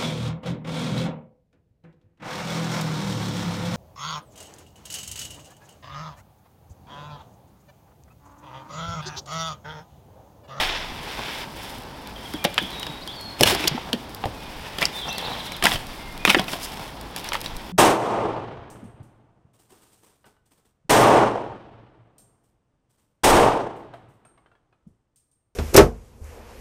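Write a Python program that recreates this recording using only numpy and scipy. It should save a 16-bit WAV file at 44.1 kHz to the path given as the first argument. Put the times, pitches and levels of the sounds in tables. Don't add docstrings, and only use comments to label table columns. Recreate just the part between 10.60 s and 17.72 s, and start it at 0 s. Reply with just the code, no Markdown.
import sys
import numpy as np
from scipy import signal
from scipy.fft import rfft, irfft, next_fast_len
from scipy.io import wavfile

SR = 44100
rng = np.random.default_rng(int(sys.argv[2]) if len(sys.argv) > 2 else 0)


def put_to_file(sound):
    columns = np.atleast_2d(sound).T
    safe = np.clip(columns, -1, 1)
    whole_steps = np.round(safe * 32767)
    wavfile.write(sys.argv[1], SR, whole_steps.astype(np.int16))


N = 313992
TIME = np.arange(N) / SR
BLOW = TIME[:2 ** 13]
CUTOFF_HZ = 16000

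# frequency in Hz, density in dB per Hz.
FOREST_SPECTRUM = [(36, -11), (52, -3), (80, -9.5), (130, -9.5), (250, -9.5), (470, -14.5), (700, -14),
                   (910, -11), (1250, -20), (1700, -24), (2700, -47.5), (4500, -30), (7000, -46),
                   (16000, -75)]
# peak time in seconds, rise in s, fall in s, relative level in dB.
AIR_PUFFS = [(.29, .4, 0.097, -35), (3.9, 0.15, .2, -44), (5.49, 0.55, 0.53, -36.5), (6.81, 0.16, .25, -42)]
# peak time in seconds, rise in s, fall in s,
# relative swish level in dB, relative fine hiss level in dB.
SLEEVE_STROKES = [(0.0, .04, 0.073, -23.5, -39), (.05, 0.08, 0.19, -27.5, -64),
                  (.815, 0.5, 0.045, -33.5, -50), (1.02, 0.078, 0.18, -41, -50.5),
                  (1.72, 0.14, 0.048, -48, -55), (2.14, 0.35, 0.23, -42, -54),
                  (2.98, 0.092, 0.21, -31, -63), (4.18, 0.36, .15, -40.5, -54.5),
                  (4.385, 0.066, .045, -42.5, -47), (4.73, 0.43, 0.31, -39.5, -52.5),
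                  (4.865, 0.022, 0.0097, -52, -45), (5.21, .08, 0.31, -44, -52),
                  (5.915, 0.066, .035, -46.5, -44.5), (6.05, 0.033, 0.013, -46, -38),
                  (6.655, 0.021, 0.046, -36.5, -48), (6.9, 0.24, 0.38, -48, -60)]
# frequency in Hz, density in dB per Hz.
CLOTH_SPECTRUM = [(200, -26.5), (330, -8.5), (600, -6.5), (860, -1), (1150, -6.5), (1600, -5), (2200, -3),
                  (2900, -4.5), (3500, -2.5), (4200, -11), (5400, -11.5), (6300, -21), (10000, -33.5),
                  (15000, -44)]
# frequency in Hz, density in dB per Hz.
HISS_SPECTRUM = [(3000, -10), (5000, 7), (6400, -1), (9500, 1), (15000, -3)]
# start in seconds, peak level in dB.
CLEAR_TICKS = [(1.096, -28), (1.1835, -28.5), (1.235, -31), (1.9424, -21), (2.1974, -22), (2.611, -27),
               (3.547, -21.5), (4.5286, -24), (4.6119, -32), (4.966, -22.5), (5.2685, -28), (5.842, -24.5),
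               (6.119, -30), (6.412, -25), (6.6433, -24), (6.8053, -26), (6.8143, -17), (6.9664, -25)]
# start in seconds, relative level in dB, pitch in Hz, t60 in s.
GROUND_KNOCKS = [(.591, -21, 237, 0.04), (1.742, -19.5, 300, .07), (1.849, -13.5, 216, 0.036),
                 (2.016, -20, 330, .049), (2.035, -24, 187, 0.081), (2.294, -23, 150, 0.079),
                 (2.8071, -8, 260, 0.05), (2.811, -3, 400, 0.025), (2.859, -15.5, 108, 0.065),
                 (2.925, -14.5, 373, .076), (2.956, -12, 223, 0.023), (3.0, -22, 305, 0.11),
                 (3.05, -18, 332, 0.088), (3.112, -20.5, 142, 0.15), (3.147, -16, 250, 0.075),
                 (3.334, -12.5, 235, .074), (3.657, -14, 107, 0.065), (4.22, -22, 270, 0.04),
                 (5.029, -16, 303, 0.035), (5.046, -16, 199, .064), (5.145, -19.5, 107, 0.063),
                 (5.682, -14.5, 201, 0.12), (5.767, -9.5, 356, .047), (5.795, -17.5, 186, 0.064)]
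# peak time in seconds, rise in s, fall in s, level in dB.
LITTER_SCUFFS = [(.594, 0.01, .012, -31.5), (3.29, .024, 0.033, -35), (4.488, 0.028, .019, -29),
                 (4.7, 0.14, 0.1, -33), (6.19, .08, 0.099, -38)]
# frequency in Hz, density in dB per Hz.
LITTER_SPECTRUM = [(150, 1.5), (350, -6.5), (800, 1.5), (1500, -10), (3500, -22), (12000, -34)]
# start in seconds, length in s, start pitch in Hz, end pitch in Hz,
# relative level in dB.
WHISTLES = [(1.786, 0.14, 2420, 2385, -45), (2.003, 0.0307, 3670, 3100, -32),
            (2.027, 0.0307, 3090, 3450, -35), (2.103, 0.29, 4260, 3794, -40),
            (2.414, .032, 3880, 5240, -42.5), (2.476, 0.043, 3100, 3540, -36),
            (2.513, 0.042, 4000, 4860, -46), (2.556, 0.2, 4620, 4310, -40.5), (3.73, 0.2, 2650, 2450, -53),
            (4.326, 0.15, 3637, 3560, -35.5), (4.376, 0.035, 4050, 3840, -37.5),
            (4.408, 0.047, 3520, 3110, -34), (4.482, .024, 4680, 6480, -34),
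            (4.485, 0.036, 2680, 2670, -35.5), (4.502, 0.033, 3310, 4300, -34),
            (4.556, .02, 4790, 4330, -39.5), (5.369, 0.2, 2080, 2120, -49), (5.589, 0.099, 2430, 2500, -45)]
# first start in seconds, end of the run in s, period in s, chirp length in s,
# start pitch in Hz, end pitch in Hz, relative level of the first in dB, step per repeat in dB.
CHIRP_RUNS = [(1.557, 1.8, .094, 0.0222, 3475, 3070, -41.5, 2.5),
              (4.583, 4.97, .0695, .03, 4300, 3046, -33, -1.2),
              (4.635, 4.95, .0695, 0.0266, 3430, 4500, -36, -6)]
# start in seconds, level in dB, body tilt in dB,
# treble tilt in dB, ring pitch in Hz, relative fade time in s.
STICK_CRACKS = [(1.737, -30.5, -12, -9.5, 1590, 0.0049), (1.842, -24.5, 1, 7, 3350, .0011),
                (1.8455, -20, 2, -24, 3600, 0.0046), (1.8498, -12.5, 1, -17.5, 586, .0036),
                (1.979, -12.5, 0, -31, 3230, 0.0034), (1.9865, -19.5, 2.5, -14, 1720, 0.0021),
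                (2.2298, -26.5, -3, -10, 3330, 0.0029), (2.2671, -29.5, 3, -17, 3370, .0032),
                (2.476, -32, -2, 1, 3540, 0.0025), (2.809, -10, 1.5, -2.5, 600, 0.0021),
                (2.828, -20, -9, -3, 2600, .0046), (2.8333, -4, 15.5, 1, 3000, 0.0021),
                (2.873, -15.5, 0, -9, 3330, 0.0069), (2.9113, -24, 18, -7, 3020, .0025),
                (2.918, -23, 23, -9, 4680, .0036), (2.949, -19.5, 4, -5, 790, .0047),
                (3.04, -21.5, 12, -7, 2660, .005), (3.074, -15, -38, -9, 3480, 0.0051),
                (3.079, -14, -33, -0.5, 4720, .0013), (3.1782, -25, 19, -31, 920, .002),
                (3.33, -17.5, 2, -5.5, 3230, .0044), (3.639, -19.5, 12, -30, 805, .0038),
                (3.656, -21.5, 14.5, -13, 623, 0.0026), (4.185, -23.5, 12, -7, 3280, .0044),
                (4.218, -17, 5, -19, 2020, 0.0063), (4.2267, -15, 7, -17, 2410, 0.0038),
                (4.254, -15, -16, -4, 5420, 0.0027), (4.581, -26.5, 9, 4, 3550, .005),
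                (4.92, -31.5, -1, -1, 2400, 0.0031), (5.025, -18.5, -11, -19, 1256, 0.0046),
                (5.0389, -14, -3, -8, 745, .005), (5.049, -19, -20, -21, 2780, .0037),
                (5.055, -8.5, -10, -9, 1606, 0.0015), (5.0675, -11, 1, -13, 1720, 0.0033),
                (5.1175, -20.5, 8, -16, 3400, .0044), (5.157, -23, 15, -18, 3080, 0.0059),
                (5.6512, -7.5, 8.5, -10.5, 2460, 0.0029), (5.676, -13.5, 3, -26, 1270, 0.0025),
                (5.6814, -19, -12, -33, 2760, .0022), (5.6967, -13, 6, -13, 2630, .002),
                (5.7013, -7, -.5, -9.5, 2530, .0036), (5.7463, -8.5, 3, -32, 1830, 0.0026),
                (5.751, -15.5, 5, -49, 1910, .0032), (5.786, -21, -4, -32, 3280, .005),
                (5.794, -17, -3, -20.5, 760, 0.0064), (5.881, -26.5, 6, -15, 2560, 0.006),
                (5.933, -22, -0.5, -23, 736, 0.0089), (6.5623, -27.5, 1, 5, 3460, .0028),
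                (6.6885, -28.5, 8, 8, 4400, 0.003), (6.72, -23, -5, -31, 975, 0.0024),
                (6.7322, -23, -14, -6.5, 2210, .0064), (6.7439, -24, 10, -11, 1850, 0.0036),
                (6.7528, -21, -8, -27, 960, 0.0039), (6.86, -26.5, 6, -9, 4000, 0.0038)]
# multiple of the ring pitch, relative level in dB.
STICK_MODES = [(.3, -20), (.58, -2), (1, 6), (1.42, -0.5), (2.05, -23)]
# start in seconds, length in s, relative level in dB.
BARK_CRUSHES = [(2.783, 0.078, -31.5), (2.852, 0.059, -18), (2.975, .09, -34), (4.2, 0.037, -29),
                (5.028, 0.12, -25.5), (5.647, 0.079, -24.5), (5.767, 0.017, -36), (5.876, 0.079, -32.5),
                (5.985, 0.287, -37), (6.559, 0.033, -34.5), (6.725, 0.026, -34), (6.832, 0.017, -35)]
# frequency in Hz, density in dB per Hz.
CRUNCH_SPECTRUM = [(100, -6), (270, -9.5), (420, -18.5), (700, -6.5), (1400, -12), (3300, -5), (4300, -14),
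                   (5400, -10), (6300, -16.5), (11000, -17), (16000, -22.5)]


def from_db(db):
    return 10 ** (np.asarray(db) / 20)


def rms_one(x):
    return x / np.sqrt(np.mean(x ** 2) + 1e-20)


def unit_energy(x):
    return x / np.sqrt(np.sum(x ** 2) + 1e-20)


def add(out, s, sound):
    at = int(np.clip(round(s * SR), 0, N - 1))
    out[at:at + len(sound)] += sound[:N - at]


def coloured(x, points):
    size = 2 * next_fast_len(len(x) // 2 + 1)
    hz, db = np.transpose(sorted(map(tuple, points)))
    f = np.maximum(np.arange(size // 2 + 1) * SR / size, 10)
    gain = from_db(np.interp(np.log(f), np.log(hz), db)) * np.minimum(f / hz[0], 1) ** 2
    cepstrum = irfft(np.log(gain))
    cepstrum[1:size // 2] *= 2
    cepstrum[size // 2 + 1:] = 0
    response = np.exp(rfft(cepstrum))
    return irfft(rfft(x, size) * response)[:len(x)]


def drift(rate):
    knots = rng.standard_normal(int(N / SR * rate) + 2)
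    return rms_one(np.interp(TIME * rate, np.arange(len(knots)), knots))


def grains(per_s, spread_db, size):
    strength = from_db(spread_db * np.minimum(rng.exponential(1, size), 4))
    return (rng.random(size) < per_s / SR) * strength * rng.choice([-1, 1], size)


def ring(x, hz, t60):
    radius = from_db(-60 / (t60 * SR))
    w = 2 * np.pi * min(hz, CUTOFF_HZ) / SR
    return signal.lfilter([0, np.sin(w)], [1, -2 * radius * np.cos(w), radius * radius], x + 1e-18)


def swell(s, rise, fall):
    return np.exp(-((TIME - s) / np.where(TIME < s, rise, fall)) ** 2)


def swells(rows):
    return np.sqrt(sum((from_db(db) * swell(s, rise, fall)) ** 2 for s, rise, fall, db in rows))


def forest(rush_db=-39.5, calm_db=-57.5, gust_trim_db=-2.5):
    rush = rms_one(coloured(rng.standard_normal(N), FOREST_SPECTRUM)) * from_db(.5 * drift(5.13))
    air = rms_one(coloured(rng.standard_normal(N), [(25, 4.5), (55, -17), (130, -19.5), (2000, -77)]))
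    puffs = np.hypot(from_db(calm_db), swells(AIR_PUFFS))
    return from_db(rush_db) * rush + from_db(gust_trim_db) * puffs * air * from_db(3.8 * drift(7.9))


def jacket(rest_swish_db=-46.5, rest_hiss_db=-57, swish_trim_db=0.5, hiss_trim_db=3.0):
    swish, hiss = from_db(rest_swish_db), from_db(rest_hiss_db)
    for s, rise, fall, stroke_db, fine_db in SLEEVE_STROKES:
        speed = swell(s, rise, fall)
        swish = np.hypot(swish, from_db(stroke_db) * speed)
        hiss = np.hypot(hiss, from_db(fine_db) * speed)
    slips = rms_one(coloured(grains(14000, 4.0, N), CLOTH_SPECTRUM)) * from_db(1.13 * drift(45))
    fine = rms_one(coloured(grains(14000, 3.0, N), HISS_SPECTRUM)) * from_db(1.5 * drift(60))
    return from_db(swish_trim_db) * swish * slips + from_db(hiss_trim_db) * hiss * fine


def ticks(fade_s=0.002, ember_db=-60.5):
    out = np.zeros(N)
    colour = [(1200, -6), (4500, 11.5), (6500, 1), (12000, 5.5), (16000, -2)]
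    for s, db in CLEAR_TICKS:
        pop = coloured(rng.standard_normal(len(BLOW)) * np.exp(-BLOW / fade_s), colour)
        add(out, s, from_db(db) * pop / np.abs(pop).max())
    crackle = rms_one(coloured(grains(25, 5.0, N), colour))
    return out + from_db(ember_db) * crackle


def knocks(trim_db=-1.5, soil_db=-7.5, soil_fade_s=0.013):
    out = np.zeros(N)
    soil_colour = [(90, -2.0), (330, 5.0), (800, -14.0), (3000, -53), (12000, -70)]
    for s, db, hz, t60 in GROUND_KNOCKS:
        attack = 1 - np.exp(-BLOW / 0.0015)
        mode = np.sin(2 * np.pi * hz * BLOW) * from_db(-60 * BLOW / t60) * attack
        soil = coloured(rng.standard_normal(len(BLOW)) * np.exp(-BLOW / soil_fade_s), soil_colour)
        add(out, s, from_db(db + trim_db) * (mode + from_db(soil_db) * soil / np.abs(soil).max()))
    return out


def scuffs():
    return swells(LITTER_SCUFFS) * rms_one(coloured(grains(750, 3.6, N), LITTER_SPECTRUM))


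def chirps():
    notes = []
    for first, until, period, length, start_hz, end_hz, db, step_db in CHIRP_RUNS:
        for k, s in enumerate(np.arange(first, until, period)):
            notes.append((s, length, start_hz, end_hz, db + k * step_db))
    return notes


def birds(waver=0.0063, burr=.11, glide_s=.05):
    out, wobble = np.zeros(N), drift(300)
    for s, length, start_hz, end_hz, db in WHISTLES + chirps():
        u = np.linspace(0, 1, int(length * SR))
        depth = waver + burr * abs(np.log(end_hz / start_hz)) * min(glide_s / length, 1)
        slide = np.maximum(1 - u * max(length / glide_s, 1), 0)
        warble = 1 + depth * np.roll(wobble, -int(s * SR))[:len(u)]
        hz = (end_hz + (start_hz - end_hz) * slide ** 1.16) * warble
        envelope = np.sqrt(2 * np.abs(np.sin(np.pi * u ** 0.75)))
        add(out, s, from_db(db) * envelope * np.sin(2 * np.pi * np.cumsum(hz) / SR))
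    return out


def cracks(ring_db=-4.5, ring_cycles=45.0, tone_db=10.0, splinter_db=-10.0, splinter_fades=3.0, splinter_hz=6000):
    out = np.zeros(N)
    grid = np.geomspace(170, 16000, num=48)
    dull = signal.butter(1, splinter_hz, fs=SR, output="sos")
    for s, db, body_db, treble_db, hz, fade in STICK_CRACKS:
        tear = unit_energy(grains(30000, 1.0, len(BLOW)) * np.exp(-(BLOW / (0.82 * fade)) ** 2))
        splinters = signal.sosfilt(dull, grains(4000, 2.5, len(BLOW)))
        splinters = unit_energy(splinters * np.exp(-BLOW / (splinter_fades * fade)))
        force = tear + from_db(splinter_db) * splinters
        corners, levels = np.transpose([
            (170, body_db - 4.5), (430, body_db - 4.0), (750, body_db), (1250, -3.3), (3300, -0.7),
            (4200, 0.4 * treble_db), (5400, 7.5 + 0.89 * treble_db), (6400, treble_db - 2.5),
            (11000, treble_db + 0.23), (16000, treble_db - 9.5)])
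        tone = tone_db * np.exp(-(np.log2(grid / hz) / 0.36) ** 2)
        colour = np.interp(np.log(grid), np.log(corners), levels) + tone
        snap = unit_energy(coloured(force, zip(grid, colour)))
        modes = sum(from_db(mode_db) * unit_energy(ring(force, hz * ratio, ring_cycles / (hz * ratio)))
                    for ratio, mode_db in STICK_MODES)
        crack = unit_energy(snap + from_db(ring_db) * unit_energy(modes))
        add(out, s, from_db(db) * np.sqrt(0.0056 * SR) * crack)
    return out


def squeeze(s, length, db, attack_s=0.015, sag_db_per_s=20, release_s=0.027):
    t = np.maximum(TIME - s, 0)
    release = np.exp(-np.maximum(t - length, 0) / release_s)
    return np.minimum(t / attack_s, 1) * from_db(db - sag_db_per_s * t) * release


def crunch(per_s=4000, clump_db=2.0, twig_db=-6.0, twig_t60=0.0085):
    pressure = sum(squeeze(*row) for row in BARK_CRUSHES)
    force = grains(per_s, 3.2, N) * pressure * from_db(clump_db * drift(220))
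    pitches = np.geomspace(700, 5200, num=14)
    dealt = rng.integers(0, len(pitches), N)
    twigs = sum(unit_energy(ring(force * (dealt == k), hz, twig_t60)) for k, hz in enumerate(pitches))
    sound = unit_energy(coloured(force, CRUNCH_SPECTRUM)) + from_db(twig_db) * unit_energy(twigs)
    return unit_energy(sound) * np.sqrt(np.sum(pressure ** 2))


def trees(x, t60, echoes_per_s):
    t = TIME[:SR]
    echoes = grains(echoes_per_s, 1.4, len(t)) * from_db(-60 * t / t60) * (1 - np.exp(-t / 0.0039))
    colour = [(120, 8.5), (1000, -1.5), (3500, 1), (7000, -13.5), (15000, -21)]
    return signal.fftconvolve(x, coloured(unit_energy(echoes), colour))[:N]


def scene():
    wood = cracks() + knocks() + crunch() + ticks() + scuffs()
    song = birds()
    near = wood + from_db(-17.5) * trees(wood, t60=0.43, echoes_per_s=3000)
    far = from_db(-0.5) * song + from_db(-2.0) * trees(song, t60=0.8, echoes_per_s=1700)
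    return (near + far + jacket() + forest())[None]


def record(dry):
    clipped = dry / (1 + (dry / .82) ** 6) ** (1 / 6)
    top_cut = signal.ellip(12, .1, 100, CUTOFF_HZ, fs=SR, output="sos")
    return signal.sosfilt(top_cut, clipped)


dry = scene()
out = record(dry)
put_to_file(out)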